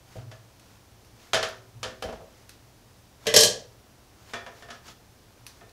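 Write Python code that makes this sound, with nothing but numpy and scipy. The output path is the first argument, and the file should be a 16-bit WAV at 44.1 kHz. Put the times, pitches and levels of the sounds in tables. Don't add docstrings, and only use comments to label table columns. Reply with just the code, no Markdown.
import sys
import numpy as np
from scipy import signal
from scipy.fft import rfft, irfft, next_fast_len
from scipy.io import wavfile
from scipy.ndimage import uniform_filter1d

SR = 44100
rng = np.random.default_rng(int(sys.argv[2]) if len(sys.argv) > 2 else 0)


def transcribe(signal):
    frames = np.atleast_2d(signal).T
    limited = np.clip(frames, -1, 1)
    pcm = np.round(limited * 32767).astype(np.int16)
    wavfile.write(sys.argv[1], SR, pcm)


N = 252233
FADE_TIME = np.arange(SR // 2) / SR

# pitch_hz, level_db
TOOL_COLOUR = [(100, -15.5), (230, -14.5), (300, -17.5), (450, -1), (700, -3.5), (880, -7.5), (1400, 0.5),
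               (2200, -6.5), (3300, -9), (4000, -13), (5500, -14), (7200, -19.5), (8500, -26.5),
               (11000, -27), (15000, -48)]


def amp(db):
    return 10 ** (np.asarray(db) / 20)


def unit(x):
    return x / np.sqrt(np.mean(x ** 2) + 1e-20)


def unit_attack(x):
    return x / np.sqrt(np.mean(x[..., :SR // 50] ** 2, axis=-1, keepdims=True) + 1e-20)


def along(points, hz):
    pitches, values = np.transpose(points)
    return np.interp(np.log(hz + 1), np.log(pitches + 1), values)


def add(track, start_s, sound):
    part = track[max(round(start_s * SR), 0):][:len(sound)]
    part += sound[:len(part)]


def placed(times, sounds):
    track = np.zeros(N)
    for start_s, sound in zip(times, sounds):
        add(track, start_s, sound)
    return track


def coloured(x, colour):
    size = x.shape[-1]
    padded = 2 * next_fast_len(size // 2 + 2048, True)
    gain = amp(along(colour, np.fft.rfftfreq(padded, 1 / SR)))
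    cepstrum = irfft(np.log(gain))
    cepstrum[1:padded // 2] *= 2
    cepstrum[padded // 2 + 1:] = 0
    return irfft(rfft(x, padded) * np.exp(rfft(cepstrum)))[..., :size]


def noise(colour, size):
    return unit(coloured(rng.standard_normal(size), colour))


def ringing(tones, count, scatter_db, rise_s):
    pitch_hz, level_db, fade_s = np.transpose(tones)[:, :, None]
    waves = amp(level_db - 60 * FADE_TIME / fade_s) * np.exp(2j * np.pi * pitch_hz * FADE_TIME)
    shape = (count, len(tones))
    strength = amp(scatter_db * rng.standard_normal(shape))
    phase = np.exp(2j * np.pi * rng.random(shape))
    swell = 1 - np.exp(-FADE_TIME / rise_s)
    return unit_attack(((strength * phase) @ waves).imag * swell)


def contacts(colour, count, crack_db, crack_fade_s):
    # pitch_hz, fade_s
    echo_fades = [(150, 0.4), (550, 0.5), (1000, 0.39), (3000, 0.33), (6000, 0.32), (13000, 0.19)]
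    white = rng.standard_normal((count, len(FADE_TIME)))
    hz, times, spectrum = signal.stft(white, SR, nperseg=256)
    fade = amp(-60 * times / along(echo_fades, hz)[:, None])
    echo = signal.istft(spectrum * fade, SR, nperseg=256)[1][:, :len(FADE_TIME)]
    crack = amp(crack_db - 60 * FADE_TIME / crack_fade_s) * rng.standard_normal(white.shape)
    return unit_attack(coloured(crack + echo, colour))


def brightened(hits, hardness_db, clack_db, clack_share):
    bands_hz = [(830, "low"), ([830, 3220], "band"), (3220, "high")]
    filters = [signal.butter(3, hz, kind, fs=SR, output="sos") for hz, kind in bands_hz]
    body, clack, edge = [unit_attack(signal.sosfilt(band, hits)) for band in filters]
    return body + amp(clack_db + clack_share * hardness_db) * clack + amp(hardness_db) * edge


def cabinet_flexes(count):
    # pitch_hz, level_db, fade_s
    cabinet_tones = [(107.2, 8, 0.36), (125, 4.5, 0.54), (194, -27, 0.16), (247.7, -10.5, 0.43)]
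    swing = ringing(cabinet_tones, count, scatter_db=-1.5, rise_s=0.016)
    return swing / np.abs(swing).max(axis=1, keepdims=True)


def struck(events, tones, colour, ring_db, rise_s, crack_db, crack_fade_s,
           clack_db, clack_share, flex_db, thud_db):
    # pitch_hz, level_db
    thud_colour = [(20, -23), (35, -15.5), (52, 4.5), (85, -4), (180, -6), (320, -11.5), (600, -30.5),
                   (1500, -66)]
    times, level_db, hardness_db = np.transpose(events)
    strength, hardness_db = amp(level_db[:, None]), hardness_db[:, None]
    count = len(times)
    ring = amp(ring_db) * ringing(tones, count, scatter_db=4, rise_s=rise_s)
    contact = contacts(colour, count, crack_db, crack_fade_s)
    hits = brightened(contact + ring, hardness_db, clack_db, clack_share)
    thud_gain = amp(thud_db - 0.59 * hardness_db)
    thud = thud_gain * contacts(thud_colour, count, crack_db=-11.5, crack_fade_s=0.04)
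    boom = amp(flex_db) * cabinet_flexes(count)
    return placed(times, strength * (hits + thud + boom))


def room_noise():
    # pitch_hz, level_db
    rumble_colour = [(12, -42), (20, -16.5), (59, -5.5), (86, -7), (98, -5.5), (112, 0), (128, -1.5),
                     (136, -11.5), (140, -21.5), (166, -10.5), (220, -21), (290, -44.5), (480, -120)]
    hiss_colour = [(120, -26.5), (200, -3), (280, -1.5), (340, -3.5), (450, -5), (800, -7), (1300, -11),
                   (2000, -14.5), (4000, -16), (5800, -15), (7500, -20), (15400, -24)]
    return amp(-58) * (noise(rumble_colour, N) + noise(hiss_colour, N))


def glove_rubs():
    # start_s, length_s, level_db
    strokes = [(0.022, 0.26, -55.5), (0.55, 0.31, -61.5), (1.109, 0.27, -55.5), (2.206, 0.35, -62.5),
               (3.163, 0.23, -53), (4.135, .18, -60.5), (4.229, .16, -52), (4.488, 0.21, -56),
               (4.814, .14, -49), (5.5, .18, -63.5)]
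    # pitch_hz, level_db
    rub_colour = [(200, 2.5), (700, 2.5), (1800, 1.5), (3400, -1), (6500, -2.5), (9000, -11.5),
                  (14000, -14.5)]
    track = np.zeros(N)
    for start_s, length_s, level_db in strokes:
        size = int(length_s * SR)
        grip = unit(uniform_filter1d(rng.standard_normal(len(FADE_TIME)), size=300))
        rub = unit(amp(1.5 * grip) * noise(rub_colour, len(FADE_TIME)))
        add(track, start_s, amp(level_db) * np.hanning(size) * rub[:size])
    return track


def breaker_knocks():
    # start_s, level_db, hardness_db
    knocks = [(0.154, -44, -33), (0.185, -53.5, -10.5), (0.314, -51.5, -1.5), (1.333, -26, 0),
              (1.344, -34, 6), (1.371, -37.5, -7), (1.428, -34, 3), (1.830, -41.5, 7), (1.856, -39.5, -28),
              (2.023, -36, -6), (2.045, -37, -34), (2.088, -36.5, -20), (2.125, -41.5, -14),
              (2.205, -47.5, -27), (3.257, -41.5, -10)]
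    # pitch_hz, level_db, fade_s
    block_tones = [(236, -10, 0.43), (379.2, -14, 1), (452, -5.5, 0.26), (513, 4, 0.2),
                   (513.5, -11.5, 0.81), (644, 6, 0.34), (680, 8.5, 0.06), (752, 5, 0.1), (963, -13, 0.25),
                   (1003, -49, .3), (1306, -3.5, 0.17), (1310, -24.5, 0.5), (1586, -10, 0.3),
                   (1723, -1, .33), (1814, -7.5, 0.41), (2830, -15, 0.17), (3090, 2, 0.11)]
    return struck(knocks, block_tones, TOOL_COLOUR, ring_db=-4, rise_s=0.0052, crack_db=3.5,
                  crack_fade_s=0.072, clack_db=3.5, clack_share=0.62, flex_db=-13.5, thud_db=-24)


def cabinet_booms():
    # start_s, level_db
    pushes = [(0.165, -35), (0.251, -38), (1.744, -40.5), (1.791, -48)]
    times, level_db = np.transpose(pushes)
    return placed(times, amp(level_db)[:, None] * cabinet_flexes(len(times)))


def wire_ticks():
    # start_s, level_db
    ticks = [(0.597, -58), (1.048, -61.5), (1.487, -49.5), (2.025, -43), (2.493, -48.5), (5.466, -43.5),
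             (5.694, -61.5)]
    # pitch_hz, level_db, fade_s
    tip_tones = [(2550, 3, 0.03), (4300, -10, 0.0053), (6040, -14, 0.17), (9600, 1, 0.012)]
    # pitch_hz, level_db
    tick_colour = [(300, -34), (1200, 0.5), (1900, 2), (2400, 0.5), (3100, -0.5), (4200, 6), (6000, 2),
                   (7500, -3.5), (11000, -1), (15000, -10.5)]
    times, level_db = np.transpose(ticks)
    ring = amp(-10) * ringing(tip_tones, len(times), scatter_db=8.5, rise_s=0.00014)
    touch = amp(-1.5) * contacts(tick_colour, len(times), crack_db=12, crack_fade_s=0.018)
    return placed(times, amp(level_db)[:, None] * (touch + ring))


def part_snap():
    # start_s, level_db, hardness_db
    clatter = [(3.268, -25, -5.5), (3.340, -21, 1), (3.363, -17, 5), (3.390, -29.5, 9), (3.407, -28, 11),
               (3.433, -24, 6)]
    # pitch_hz, level_db, fade_s
    steel_tones = [(192, -17, .33), (447, -3, .36), (520, -13, .4), (569, -12, .34), (599, -1, .31),
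                   (644, -12, .34), (1148, -12, .25), (1620, -14, .33), (1663, -16, .4), (2006, -10, .29),
                   (2452, -13, .29), (3050, -11, .26), (3165, -6.5, .27), (3935, -14, .27), (4130, -8, .27),
                   (4361, -8, .24), (4399, -6, .24), (4743, -10, .25), (4941, -7, .25), (5286, -4, .23),
                   (5476, -5, .22), (5518, -2, .23), (5786, -10, .24), (6329, -7, .26), (6350, -7, .26),
                   (6772, -11, .27), (7243, -12, .27), (7476, -8, .22), (7784, -11, .25), (8280, -14, .24)]
    # pitch_hz, level_db
    snap_colour = [(100, -19.5), (200, -11), (310, -14.5), (480, 2), (640, -6), (850, -12.5), (1120, -9),
                   (1400, -18), (1680, -1.5), (2000, -6.5), (2240, -12), (3150, -0.5), (3700, -3),
                   (5500, 1), (8500, -6.5), (12500, -9.5), (15500, -33)]
    return struck(clatter, steel_tones, snap_colour, ring_db=-3.5, rise_s=0.0021, crack_db=4.5,
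                  crack_fade_s=0.048, clack_db=-1.5, clack_share=0.073, flex_db=-14.5, thud_db=-33.5)


def terminal_taps():
    # start_s, level_db, hardness_db
    taps = [(4.335, -39, -2), (4.463, -46, -7), (4.623, -52.5, -3), (4.686, -50, -9), (4.704, -51, 5),
            (4.881, -66, 14.5), (5.372, -66.5, -7), (5.610, -52.5, -16.5)]
    # pitch_hz, level_db, fade_s
    terminal_tones = [(238, -10, .35), (383, -10, .5), (440, -10, .4), (520, -11, .35), (687, 2, .36),
                      (778, -9, .35), (985, -9, .3), (1150, -9, .3), (1274, -2, .32), (1393, -8, .3),
                      (1690, -7, .3), (1794, -2, .33), (1835, -9, .4), (2372, -9, .35), (3433, -9, .33),
                      (5620, -18, .3)]
    return struck(taps, terminal_tones, TOOL_COLOUR, ring_db=-1.5, rise_s=0.0011, crack_db=2.5,
                  crack_fade_s=0.057, clack_db=7, clack_share=0.43, flex_db=-10, thud_db=-38)


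def scene():
    hits = breaker_knocks() + terminal_taps() + part_snap() + wire_ticks()
    return (hits + cabinet_booms() + glove_rubs() + room_noise())[None]


def record(dry):
    padded = next_fast_len(N + 4096)
    passed = np.fft.rfftfreq(padded, 1 / SR) < 15700
    return irfft(rfft(np.clip(dry, -1, 1), padded) * passed, padded)[..., :N]


dry = scene()
out = record(dry)
transcribe(out)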